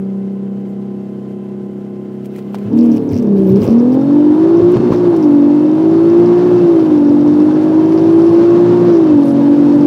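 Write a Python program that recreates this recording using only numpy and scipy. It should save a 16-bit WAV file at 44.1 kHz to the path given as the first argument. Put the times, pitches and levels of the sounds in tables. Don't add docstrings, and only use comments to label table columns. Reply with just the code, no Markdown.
import sys
import numpy as np
from scipy import signal
from scipy.fft import rfft, irfft, next_fast_len
from scipy.io import wavfile
from scipy.ndimage import uniform_filter1d, minimum_filter1d

SR = 44100
rng = np.random.default_rng(int(sys.argv[2]) if len(sys.argv) > 2 else 0)


def makeup_ratio(level_db):
    decades = np.asarray(level_db, float) / 20
    return 10 ** decades


def generate_wav(signal):
    frames = np.transpose(np.atleast_2d(signal))
    scaled = np.clip(frames, -1, 1) * 32767
    pcm = np.round(scaled).astype(np.int16)
    wavfile.write(sys.argv[1], SR, pcm)


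N = 434826
LAUNCH_S = 2.7
REFERENCE_HZ = 50

# start_s, cycle_hz
ENGINE = [(0.0, 32.3), (1.0, 33.2), (2.68, 33.57), (2.81, 40.12), (3.05, 36.39), (3.5, 31.13), (4.12, 48),
          (4.34, 50.8), (4.7, 60.18), (5.08, 58.8), (5.29, 48.15), (5.46, 47.85), (6.3, 59.05),
          (6.57, 59.97), (7.03, 48.0), (8.86, 59.53), (9.21, 46.99), (9.86, 48.54)]
# centre_s, change_hz, half_length_s
SPEED_SWINGS = [(2.74, 1.53, .03), (3.74, 0.87, 0.069), (4.45, 0.83, .07), (4.68, -1.08, 0.068),
                (5.8, 0.57, .15), (6.35, -0.79, .06), (6.56, -0.84, .06), (7.3, -.35, .15), (8.82, -0.74, .07),
                (9.32, -0.63, 0.073), (9.55, 0.48, 0.068)]
FLYWHEEL_S = .08


def speed():
    return uniform_filter1d(in_time(ENGINE)[0], int(FLYWHEEL_S * SR) + 1) + swells(SPEED_SWINGS)


BITE_S, BITE_HALF_S, BITE_DB = 2.71, 0.23, 5.5


def bite_db():
    return BITE_DB * np.exp(-((np.arange(N) / SR - BITE_S) / BITE_HALF_S) ** 2)


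# multiple_of_cycle_rate, level_db
HELD_ORDERS = [(2, -55.5), (3, -49), (4, -36.5), (5, -49.5), (6, -27), (7, -35.5), (8, -41.5), (9, -38.5),
               (10, -44.5), (11, -31.5), (12, -44), (13, -50.5), (14, -43), (15, -50), (16, -51),
               (17, -62.5), (18, -53.5), (19, -50.5), (20, -55.5), (21, -63), (22, -57.5), (23, -59.5),
               (24, -52.5), (25, -67), (26, -60.5), (27, -69), (28, -76), (29, -66), (30, -74.5),
               (31, -60.5)]
# multiple_of_cycle_rate, level_db
PULL_ORDERS = [(2, -31.5), (9, -46), (10, -35.5), (11, -35), (13, -33.5), (14, -39.5), (15, -39), (16, -43),
               (17, -44), (19, -39)]
# pitch_hz, gain_db
CABIN = [(65, -17), (95, -11), (118, 3), (140, -1.5), (175, 6.5), (200, 1), (237, 11), (270, 13), (310, 10),
         (380, 3.5), (460, 5), (560, -4.5), (750, -7), (1070, -19.5)]
# cycle_hz, firing_order_db,
# order_above_db, order_below_db, twice_firing_db, thrice_firing_db, order_8_db, half_firing_db
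STRONG_ORDERS = [(32.2, -10.5, -26, -32, -14, -33.5, -38.5, -33),
                 (33.2, -8, -19.5, -25.5, -17, -43, -38, -41.5),
                 (34.55, -20.5, -13.5, -33, -29.5, -44.5, -43.5, -32),
                 (35.56, -24.5, -19, -26, -26.5, -45, -27.5, -30.5),
                 (37.1, -8, -20.5, -28, -22.5, -47, -32, -34),
                 (38.5, -8, -21, -29, -32, -43.5, -26.5, -34.5),
                 (39.3, -5.5, -23, -33.5, -26, -47.5, -25.5, -44),
                 (40.7, -8, -18.5, -27, -21, -34.5, -23.5, -33),
                 (45.95, -12.5, -19.5, -18, -29, -39, -32, -24),
                 (48, -7.5, -17.5, -18.5, -28, -37, -41.5, -29.5),
                 (50.66, -8, -18, -21, -31.5, -47, -36.5, -33),
                 (51.16, -11, -22.5, -19.5, -39.5, -45.5, -39, -30),
                 (54.76, -8.5, -16, -28.5, -42, -45.5, -37.5, -25.5),
                 (57.3, -6.5, -24.5, -24.5, -37, -46, -36, -28.5),
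                 (57.85, -6.5, -35, -22.5, -34.5, -50, -38, -19),
                 (61.14, -11.5, -19.5, -13, -36.5, -47.5, -30, -24.5)]
# cycle_hz, level_db
FOURTH_ORDER = [(32, -33.5), (44, -33.5), (48, -32), (51, -29.5), (54, -31), (57.5, -31), (59.3, -17.5)]
BLIP_SHARE = [(6, 1), (7, 0.27), (8, -.7), (10, -1.5), (11, -0.7), (12, 1.57), (14, .4), (15, .9),
              (16, -0.52), (17, 1.9), (18, -0.45), (24, 0.032)]
# centre_s, half_length_s, firing_order_loss_db
CUTS = [
    (3.66, .05, 5),
    (4.613, .006, 10),
    (4.775, .022, 12),
    (4.822, .008, 8),
    (4.915, .024, 10),
]
HELD_BACK = (4.96, 0.21, 3.3)
HELD_BACK_SHARE = 0.35
BLIP_DB, BLIP_FADE_S = 8.5, 0.84
PIPE_SPACING_HZ, PIPE_PEAK_HZ = 128.0, 569.0
LUG_DB, LUG_BELOW_HZ = -0.5, 41
GRIP_S, SLIP_EIGHTH_DB, SLIP_UPPER_DB, SLIP_NOTCH_DB, NOTCH_HZ = 3.26, 9.5, -2.5, -17.5, 36.75
LOW_GEAR_DB, LOW_GEAR_S = 3.5, 4.75
LOWER_LAG = 2.0


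def exhaust(load):
    phase = 2 * np.pi * np.cumsum(speed() * (1 + 0.0014 * drift(15))) / SR
    t, cycle_hz, load, turn = (v[::8] for v in (np.arange(N) / SR, speed(), load, phase))
    rate_hz, *columns = np.transpose(STRONG_ORDERS)
    own = {k: np.interp(cycle_hz, rate_hz, c) for k, c in zip((6, 7, 5, 12, 18, 8, 3), columns)}
    blip_db = BLIP_DB * np.exp(-(t / BLIP_FADE_S) ** 2) + bite_db()[::8]
    cut = sum(np.exp(-((t - s) / half) ** 4) for s, half, _ in CUTS)
    cut_db = sum(db * np.exp(-((t - s) / half) ** 4) for s, half, db in CUTS + [HELD_BACK])
    slip = np.clip((GRIP_S - t) / .06, 0, 1)
    extra_db = {
        6: slip * SLIP_NOTCH_DB * np.exp(-((cycle_hz - NOTCH_HZ) / 1.2) ** 2) - cut_db,
        12: -LOW_GEAR_DB * np.exp(-((t - LOW_GEAR_S) / .8) ** 4),
        8: slip * SLIP_EIGHTH_DB,
        18: slip * SLIP_UPPER_DB}
    pull, share, out = dict(PULL_ORDERS), dict(BLIP_SHARE), 0
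    for k, held_db in HELD_ORDERS:
        hz = k * cycle_hz
        pipe_db = 4 * (k > 7) * np.cos(2 * np.pi * (hz - PIPE_PEAK_HZ) / PIPE_SPACING_HZ)
        pattern_db = pull.get(k, -43 - 1.2 * (k - 18)) + at_hz(CABIN, np.minimum(hz, CABIN[-2][0]))
        if k == 4:
            pattern_db = np.interp(cycle_hz, *np.transpose(FOURTH_ORDER))
        pulling_db = pattern_db + pipe_db + (3 + (k == 4)) * drift(5, size=8)
        if k > 8:
            pulling_db += LUG_DB * np.clip((LUG_BELOW_HZ - cycle_hz) / 2, 0, 1) + SLIP_UPPER_DB * slip
        if k in own:
            pulling_db = own[k] + (.9 + 1.2 * (k > 7)) * drift(13, size=8) + extra_db.get(k, 0)
        pulling_db -= HELD_BACK_SHARE * cut_db * (k != 6)
        standing_db = held_db + blip_db * share.get(k, 0) + (0.3 + 0.05 * k) * drift(3.1, size=8)
        level_db = load * pulling_db + (1 - load) * standing_db
        start = rng.uniform(0, 2 * np.pi) * (k not in own) - LOWER_LAG * (k == 5)
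        blur = (.019 * k + .25 * load * (k < 5)) * drift(12, size=8) + 1.5 * cut * drift(40, size=8)
        out = out + makeup_ratio(level_db) * np.sqrt(2) * np.sin(k * turn + start + blur)
    return signal.resample_poly(out, 8, 1)[:N], phase


# centre_s, half_length_s, lift_db
SHUDDERS = [
    (2.708, 0.053, 3.5),
    (3.624, 0.16, 6.5),
    (4.759, 0.026, 3),
    (4.935, 0.012, 6),
]
# standing_db, pulling_db, engine_speed_db_per_octave, road_speed_db_per_s, share_waiting_for_boost
RUMBLE, ROAR, HISS = (-44, -31, 0, 0.62, -0.05), (-52, -31, 8.5, 0.56, 0.1), (-58.5, -47.5, 12, 0.89, 0.3)
BOOST_S = 0.68


def noise_db(layer, load):
    standing_db, pulling_db, octave_db, road_db, waits = layer
    since = np.maximum(np.arange(N) / SR - LAUNCH_S, 0)
    boosted = load * (1 - waits * np.clip(1 - since / BOOST_S, 0, 1))
    level_db = standing_db + (1 - load) * bite_db() + boosted * (pulling_db - standing_db)
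    level_db += load * (octave_db * np.log2(speed() / REFERENCE_HZ) + road_db * since)
    return level_db + swells([(s, db, half) for s, half, db in SHUDDERS])


# pitch_hz, density_db
HELD_COLOUR = [(12, -87), (20, -40), (81, -28), (116, -4.5), (149, -2.5), (202, 0), (267, -3.5), (372, 1),
               (566, -17), (700, -19), (934, -38.5), (1040, -37), (1170, -36), (2090, -50.5),
               (15600, -70.5)]
# pitch_hz, density_db
PULL_COLOUR = [(12, -90.5), (20, -56.5), (42, -56.5), (90, -27.5), (129, -14.5), (259, -13.5), (324, -10),
               (372, -9), (428, -15.5), (566, -16.5), (747, -28.5), (835, -23.5), (1980, -49.5),
               (5550, -58.5), (15600, -82)]


def roar(load, phase):
    rumble_db, roar_db, hiss_db = (noise_db(layer, load) for layer in (RUMBLE, ROAR, HISS))
    layers = []
    for low_hz, high_hz in ((70, 150), (600, 1500), (1800, 4200)):
        moving = load * coloured(PULL_COLOUR, low_hz, high_hz)
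        layers.append(moving + (1 - load) * coloured(HELD_COLOUR, low_hz, high_hz))
    puffs = 1 + 0.065 * np.cos(6 * phase) + 0.092 * np.cos(3 * phase) + 0.03 * np.cos(phase)
    below_270 = signal.butter(2, 270, "low", fs=SR, output="sos")
    low = makeup_ratio(rumble_db - 3 + 0.5 * drift(20)) * signal.sosfilt(below_270, layers[0])
    middle = makeup_ratio(roar_db - 7.0 + 1.8 * drift(21)) * band(layers[1], 260, 1600) * puffs
    high = makeup_ratio(hiss_db - 3.5 + 1.1 * drift(25)) * band(layers[2], 1400, 6800) * puffs
    return low + middle + high


def panels(table, drive, patchy_db):
    out = 0
    for hz, width_hz, db in table:
        level = np.repeat(makeup_ratio(db + patchy_db * drift(3.4, size=64)), 64)[:N]
        out = out + level * rms_one(ring(ring(drive, hz, 2 * width_hz), hz, 2 * width_hz))
    return out


# pitch_hz, width_hz, level_db (re hiss)
HELD_PANELS = [(800, 14, -5), (1030, 30, 3), (1340, 40, -6), (1500, 50, -5), (2080, 80, -5), (2680, 50, -9),
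               (3050, 200, -6)]
# pitch_hz, width_hz, level_db (re roar)
PULL_PANELS = [(570, 35, -8), (697, 35, -11), (825, 60, -11), (954, 50, -12), (1080, 60, -15),
               (1650, 150, -22), (2100, 70, -30), (2650, 60, -29), (3080, 60, -32), (3650, 80, -32),
               (4300, 80, -33)]


def valve_train(load, phase):
    roar_db, hiss_db = noise_db(ROAR, load), noise_db(HISS, load)
    firing = (6 * phase / (2 * np.pi)).astype(int)
    at = np.flatnonzero(np.diff(firing))
    turbulence, ticks = rng.standard_normal(N), np.zeros(N)
    cylinder = np.array([1, .1, .8, .5, -.3, .7])[firing[at] % 6]
    ticks[at] = cylinder * makeup_ratio(2 * rng.standard_normal(N)[at])
    standing = makeup_ratio(hiss_db - 8) * panels(HELD_PANELS, (1 - load) * (ticks + .075 * turbulence), 1.2)
    return standing + load * makeup_ratio(roar_db - 1) * panels(PULL_PANELS, ticks + .07 * turbulence, 2.2)


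# start_s, peak_db, treble_db (re peak), pitch_hz
KNOCKS = [(2.389, -27.5, -37, 420), (2.552, -24.5, -37, 400), (3.136, -38, -26, 2000),
          (2.257, -45.5, -8.5, 2415), (2.361, -39.5, -16.5, 2006), (2.384, -40, -18.5, 1300),
          (2.545, -18.5, -34.5, 790), (2.585, -41, -17.5, 2495), (3.641, -36.5, -16, 2410),
          (4.718, -44.5, -7.5, 2996), (4.768, -17.5, -42, 943), (4.906, -23, -40.5, 840),
          (4.921, -17.5, -37, 1030), (4.934, -21.5, -37, 1130), (5.164, -49.5, -5, 3025)]
# start_s, peak_db, pitch_hz
THUMPS = [(2.65, -14, 113.6), (3.118, -7.5, 98), (3.5, -4.5, 129), (3.601, -10, 104.4), (3.759, -24, 44.8),
          (4.615, -9, 110), (4.75, -6.5, 126.7), (4.899, -12, 125), (5.33, -37, 45.1), (6.981, -29, 43),
          (9.12, -13, 110)]
# start_s, peak_db
POPS = [(3.504, -14), (3.588, 0), (3.685, 6), (4.619, -12), (4.751, 0), (4.769, 3), (4.798, -3),
        (4.838, -13), (4.867, -10), (4.904, 9), (4.92, 10), (4.937, 0), (4.953, -10)]
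# start_s, peak_db
CLANKS = [
    (4.77, -26),
    (4.923, -8.5),
    (4.935, -18),
]
CLANK_HZ = 1075


def body():
    s, level_db, top_db, _ = np.transpose(KNOCKS)
    fade = np.exp(-np.arange(SR // 20) / (.005 * SR))

    def burst(hits):
        return signal.oaconvolve(hits, fade)[:N] * rng.standard_normal(N)

    out = 0.53 * band(burst(clicks(s, level_db)), 600, 3700)
    out += 4.5 * band(burst(clicks(s, level_db + top_db)), 3000, 16000)
    out += sum(2.5 * band(ring(clicks([s], [db]), hz, 260), 450, 4000) for s, db, _, hz in KNOCKS)
    out += band(band(ring(clicks(*np.transpose(POPS)), 325, 170), 80, 700), 60, 900)
    clank = ring(ring(clicks(*np.transpose(CLANKS)), CLANK_HZ, 150), CLANK_HZ, 150)
    out += clank * 150 * np.pi * np.e / SR
    t = np.arange(SR // 4) / SR
    for s, level_db, hz in THUMPS:
        swell = (t / 0.035) * np.exp(1 - t / 0.017)
        out[int(s * SR):][:len(t)] += makeup_ratio(level_db) * swell * np.sin(2 * np.pi * hz * t)
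    return out


# centre_s, level_db, half_length_s
RUSTLE = [(2.253, -53.5, .014), (2.371, -53.5, .035), (2.547, -54.5, 0.015), (2.777, -50.5, 0.014),
          (2.842, -50, 0.043), (2.935, -50, .03), (2.97, -45.5, .008), (3.122, -48, .012),
          (3.173, -50, 0.028), (3.229, -50.5, .007), (3.383, -51, .02), (3.437, -55, .03),
          (3.471, -49.5, 0.0041), (3.5, -50, .02), (3.524, -48, 0.0067), (3.567, -45.5, 0.013),
          (3.633, -42, .03), (3.699, -49.5, 0.053), (3.927, -49.5, 0.0066), (3.944, -46, .008),
          (4.707, -50, 0.011), (4.934, -56, 0.083), (5.17, -55.5, .01), (5.238, -48.5, .013)]
# start_s, peak_db
BUZZ = [(2.7387, -47), (2.78, -40), (2.7896, -30), (2.8425, -45), (2.853, -41), (2.918, -30.5),
        (2.964, -33), (3.092, -34), (3.1124, -36), (3.133, -28), (3.177, -29), (3.2286, -40), (3.5598, -31),
        (3.6033, -38), (3.619, -30), (3.6652, -33), (3.678, -25.5), (3.7075, -32), (3.784, -35.5),
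        (3.9214, -35), (4.0128, -36), (4.5721, -32), (4.751, -37), (4.9103, -41), (4.9168, -36),
        (4.961, -32), (5.032, -42), (5.1639, -39), (5.2274, -28), (5.3532, -47), (6.261, -35),
        (6.5828, -34), (6.678, -36), (6.797, -36), (7.0739, -36), (7.2785, -34), (7.4021, -33),
        (7.539, -37), (7.922, -34), (7.9773, -28), (8.022, -41), (8.0398, -35), (8.112, -38.5),
        (8.2204, -33), (8.2663, -31), (8.2934, -31.5), (8.3466, -36), (8.3804, -32), (8.7876, -38),
        (8.8832, -37), (8.9267, -35), (8.953, -30), (8.9701, -33), (9.081, -41), (9.2819, -35),
        (9.6967, -38.5), (9.7244, -35), (9.8107, -35.5)]
# start_s, peak_db
TICKS = [(3.1438, -30), (3.1554, -35), (3.166, -31), (3.7274, -48), (3.7271, -35.5), (3.7994, -34),
         (3.8506, -47), (4.0563, -46.5), (4.8564, -40), (4.9744, -34), (4.9844, -37), (5.5967, -39),
         (5.6657, -41), (5.7164, -38), (5.8292, -42.5), (5.8991, -41), (6.0999, -33.5), (6.2606, -35),
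         (6.6186, -41), (6.9789, -35.5), (7.049, -38), (7.0948, -36), (7.2095, -38), (7.3402, -39),
         (7.7967, -37), (7.8605, -35.5), (8.4494, -36), (8.5052, -37), (8.9396, -35), (9.0418, -37),
         (9.2344, -36), (9.3076, -36), (9.3698, -40), (9.418, -40), (9.4345, -42), (9.5588, -44),
         (9.8101, -34.5)]


def trim(load):
    s, level_db = np.transpose(BUZZ)
    chance = rng.standard_normal((len(s), 3, 4))
    bounce = np.arange(4)
    times = s[:, None] + bounce * (0.0082 + 0.0012 * chance[:, 0])
    levels_db = level_db[:, None] + 2.5 - (bounce > 0) * (2 + 3.8 * bounce + 3 * chance[:, 1])
    shaken = swells([(s, 70 * makeup_ratio(1.5 * (db + 50)), half) for s, db, half in RUSTLE])
    struck = rng.random(N) < (25 * makeup_ratio(6 * drift(6)) + shaken) / SR
    chatter = struck * rng.standard_normal(N) * load * makeup_ratio(-44) + clicks(*np.transpose(TICKS)) * makeup_ratio(5)
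    low = clicks(times.ravel(), (levels_db + 3 * chance[:, 2]).ravel()) + chatter
    high = clicks(times.ravel(), (levels_db - 3 * chance[:, 2]).ravel()) + chatter
    return band(ring(low, 4900, 810) - 0.8 * ring(high, 5750, 600), 3200, 7500)


# start_s, end_s, level_db
WHISTLES = [
    (3.95, 4.75, -2.5),
    (5.75, 7.05, 1),
    (7.5, 9.15, -0.5),
    (9.4, 9.9, -11),
]
WHISTLE_S, SPOOL_HZ, SPOOL_S = 3.95, 500, .3
WHISTLE_HZ, WHISTLE_PER_CYCLE_HZ, WHISTLE_DB = 11250, 55, -66.5
WHISTLE_FAINT, WHISTLE_FADE_S = .4, .35


def turbo():
    t = np.arange(N) / SR
    on = 0
    for start, end, db in WHISTLES:
        on = on + makeup_ratio(db) * np.clip(np.minimum(t - start, end - t) / WHISTLE_FADE_S + .3, 0, 1)
    on = np.maximum(on, WHISTLE_FAINT * (t > WHISTLE_S))
    hz = WHISTLE_HZ + WHISTLE_PER_CYCLE_HZ * (speed() - REFERENCE_HZ)
    hz = hz - SPOOL_HZ * np.exp(-np.abs(t - WHISTLE_S) / SPOOL_S)
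    phase = 2 * np.pi * np.cumsum(hz + 110 * drift(120)) / SR
    return on * makeup_ratio(WHISTLE_DB + 2.5 * drift(10)) * np.sin(phase)


# centre_s, level_db, length_s
VALVE = [
    (7.404, -60, 0.24),
    (8.277, -59, 0.33),
    (9.281, -50, .1),
]
RUSTLE_BED = (3, -58, 0.69)
RUSTLE_TILT_DB = -4.6
AIR_STANDING_DB, AIR_MOVING_DB, AIR_DB_PER_S, AIR_BUILDS_S, MIC_HISS_DB = -68.5, -61.5, 0.5, 1.3, -82


def top_hiss(load):
    t = np.arange(N) / SR
    jolts = swells([(s, makeup_ratio(db), half) for s, db, half in RUSTLE + [RUSTLE_BED]])
    grain = rng.standard_normal(N) * makeup_ratio(2.5 * drift(300))
    squeak = rms_one(ring(grain, 13900, 120) + .6 * ring(grain, 15040, 120))
    squeak = squeak * np.exp(-((t - 3.49) / .025) ** 2)
    cloth = 0
    for hz in 2400 * 1.36 ** np.arange(6):
        level_db = RUSTLE_TILT_DB * np.log2(hz / 2400) + 1.3 * drift(70)
        cloth = cloth + makeup_ratio(level_db) * band(grain, .93 * hz, 1.45 * hz)
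    rustle = jolts * (rms_one(cloth) + .9 * squeak)
    patches = makeup_ratio(drift(14)) * band(rng.standard_normal(N), 6400, 15500)
    moving_db = AIR_MOVING_DB - AIR_STANDING_DB + AIR_DB_PER_S * (t - LAUNCH_S)
    air_db = AIR_STANDING_DB + np.clip((t - LAUNCH_S) / AIR_BUILDS_S, 0, 1) * moving_db
    air = makeup_ratio(air_db) * rms_one(signal.sosfilt(signal.butter(1, 9000, fs=SR, output="sos"), patches))
    mic_hiss = makeup_ratio(MIC_HISS_DB) * rms_one(band(patches, 10500, 15500))
    puffs = sum(makeup_ratio(db) * np.exp(-(2 * (t - s) / length) ** 2) for s, db, length in VALVE)
    valve = puffs * rms_one(ring(grain, 9600.0, 1800) + .5 * ring(grain, 13500, 2500))
    return rustle + air + mic_hiss + valve


def in_time(rows):
    s, *columns = np.transpose(rows)
    return [np.interp(np.arange(N) / SR, s, c) for c in columns]


def at_hz(points, hz):
    point_hz, level_db = np.transpose(points)
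    return np.interp(np.log(hz), np.log(point_hz), level_db)


def rms_one(x):
    return x / np.sqrt(np.mean(x ** 2) + 1e-20)


def drift(rate, size=1):
    r = np.exp(-128 * np.pi * rate / SR)
    slow = signal.lfilter([1], [1, -2 * r, r * r], rng.standard_normal(N // 64 + 1002))[1000:]
    return np.interp(np.arange(0, N, size) / 64, np.arange(len(slow)), rms_one(slow))


def swells(rows):
    t = np.arange(0, N + 32, 32) / SR
    total = sum(height * np.exp(-((t - s) / half) ** 2) for s, height, half in rows)
    return np.interp(np.arange(N) / SR, t, total)


def band(x, low_hz, high_hz):
    return signal.sosfilt(signal.butter(2, [low_hz, min(high_hz, .45 * SR)], "band", fs=SR, output="sos"), x)


def ring(x, hz, width_hz):
    r, w = np.exp(-np.pi * width_hz / SR), 2 * np.pi * hz / SR
    return signal.lfilter([0, np.sin(w)], [1, -2 * r * np.cos(w), r * r], x + 1e-18)


def clicks(times, levels_db):
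    out = np.zeros(N)
    out[np.minimum((np.asarray(times) * SR).astype(int), N - 1)] = makeup_ratio(np.asarray(levels_db))
    return out


def coloured(spectrum, low_hz, high_hz):
    size = next_fast_len(N)
    hz = np.maximum(np.arange(size // 2 + 1) * SR / size, 1)
    lines = rfft(rng.standard_normal(size)) * makeup_ratio(at_hz(spectrum, hz))
    inside = irfft(lines * (hz > low_hz) * (hz < high_hz), size)
    return irfft(lines, size)[:N] / np.sqrt(np.mean(inside ** 2))


def scene():
    load = np.clip((np.arange(N) / SR - LAUNCH_S) / 0.05 + .5, 0, 1)
    tones, phase = exhaust(load)
    engine = tones + roar(load, phase) + valve_train(load, phase)
    return (engine + top_hiss(load) + turbo() + trim(load) + body())[None, :]


MASKED_FROM_HZ, MASKED_UNDER_DB, WEAK_DB = 5500, -42, 2.7


def smooth(cells, bins, frames):
    return uniform_filter1d(uniform_filter1d(cells, size=bins, axis=0), size=frames, axis=1)


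def masked(x):
    hz, _, cells = signal.stft(x, SR, nperseg=2048)
    power = np.abs(cells) ** 2
    contrast = smooth(power, 5, 4) / np.exp(smooth(np.log(power + 1e-20), 45, 4))
    treble = uniform_filter1d(power[hz > MASKED_FROM_HZ].sum(axis=0), size=3)
    buried = treble < makeup_ratio(2 * MASKED_UNDER_DB) * power.sum(axis=0)
    limit = makeup_ratio(2 * WEAK_DB) * np.clip((hz - MASKED_FROM_HZ) / 9000, 0, 1) ** .5
    return signal.istft(cells * (contrast >= limit[:, None] * buried), SR, nperseg=2048)[1][:N]


def roll_off(x):
    return signal.sosfilt(signal.butter(12, 15710, fs=SR, output="sos"), x)


def record(dry):
    thin = masked(signal.sosfilt(signal.butter(2, 68, "high", fs=SR, output="sos"), dry)[0])
    width = int(.002 * SR) * 2 + 1
    gain = minimum_filter1d(np.minimum(1, 1.002 / (np.abs(thin) + 1e-9)), size=width)
    mix = (thin * uniform_filter1d(gain, size=width))[None, :]
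    return roll_off(mix)


dry = scene()
out = record(dry)
generate_wav(out)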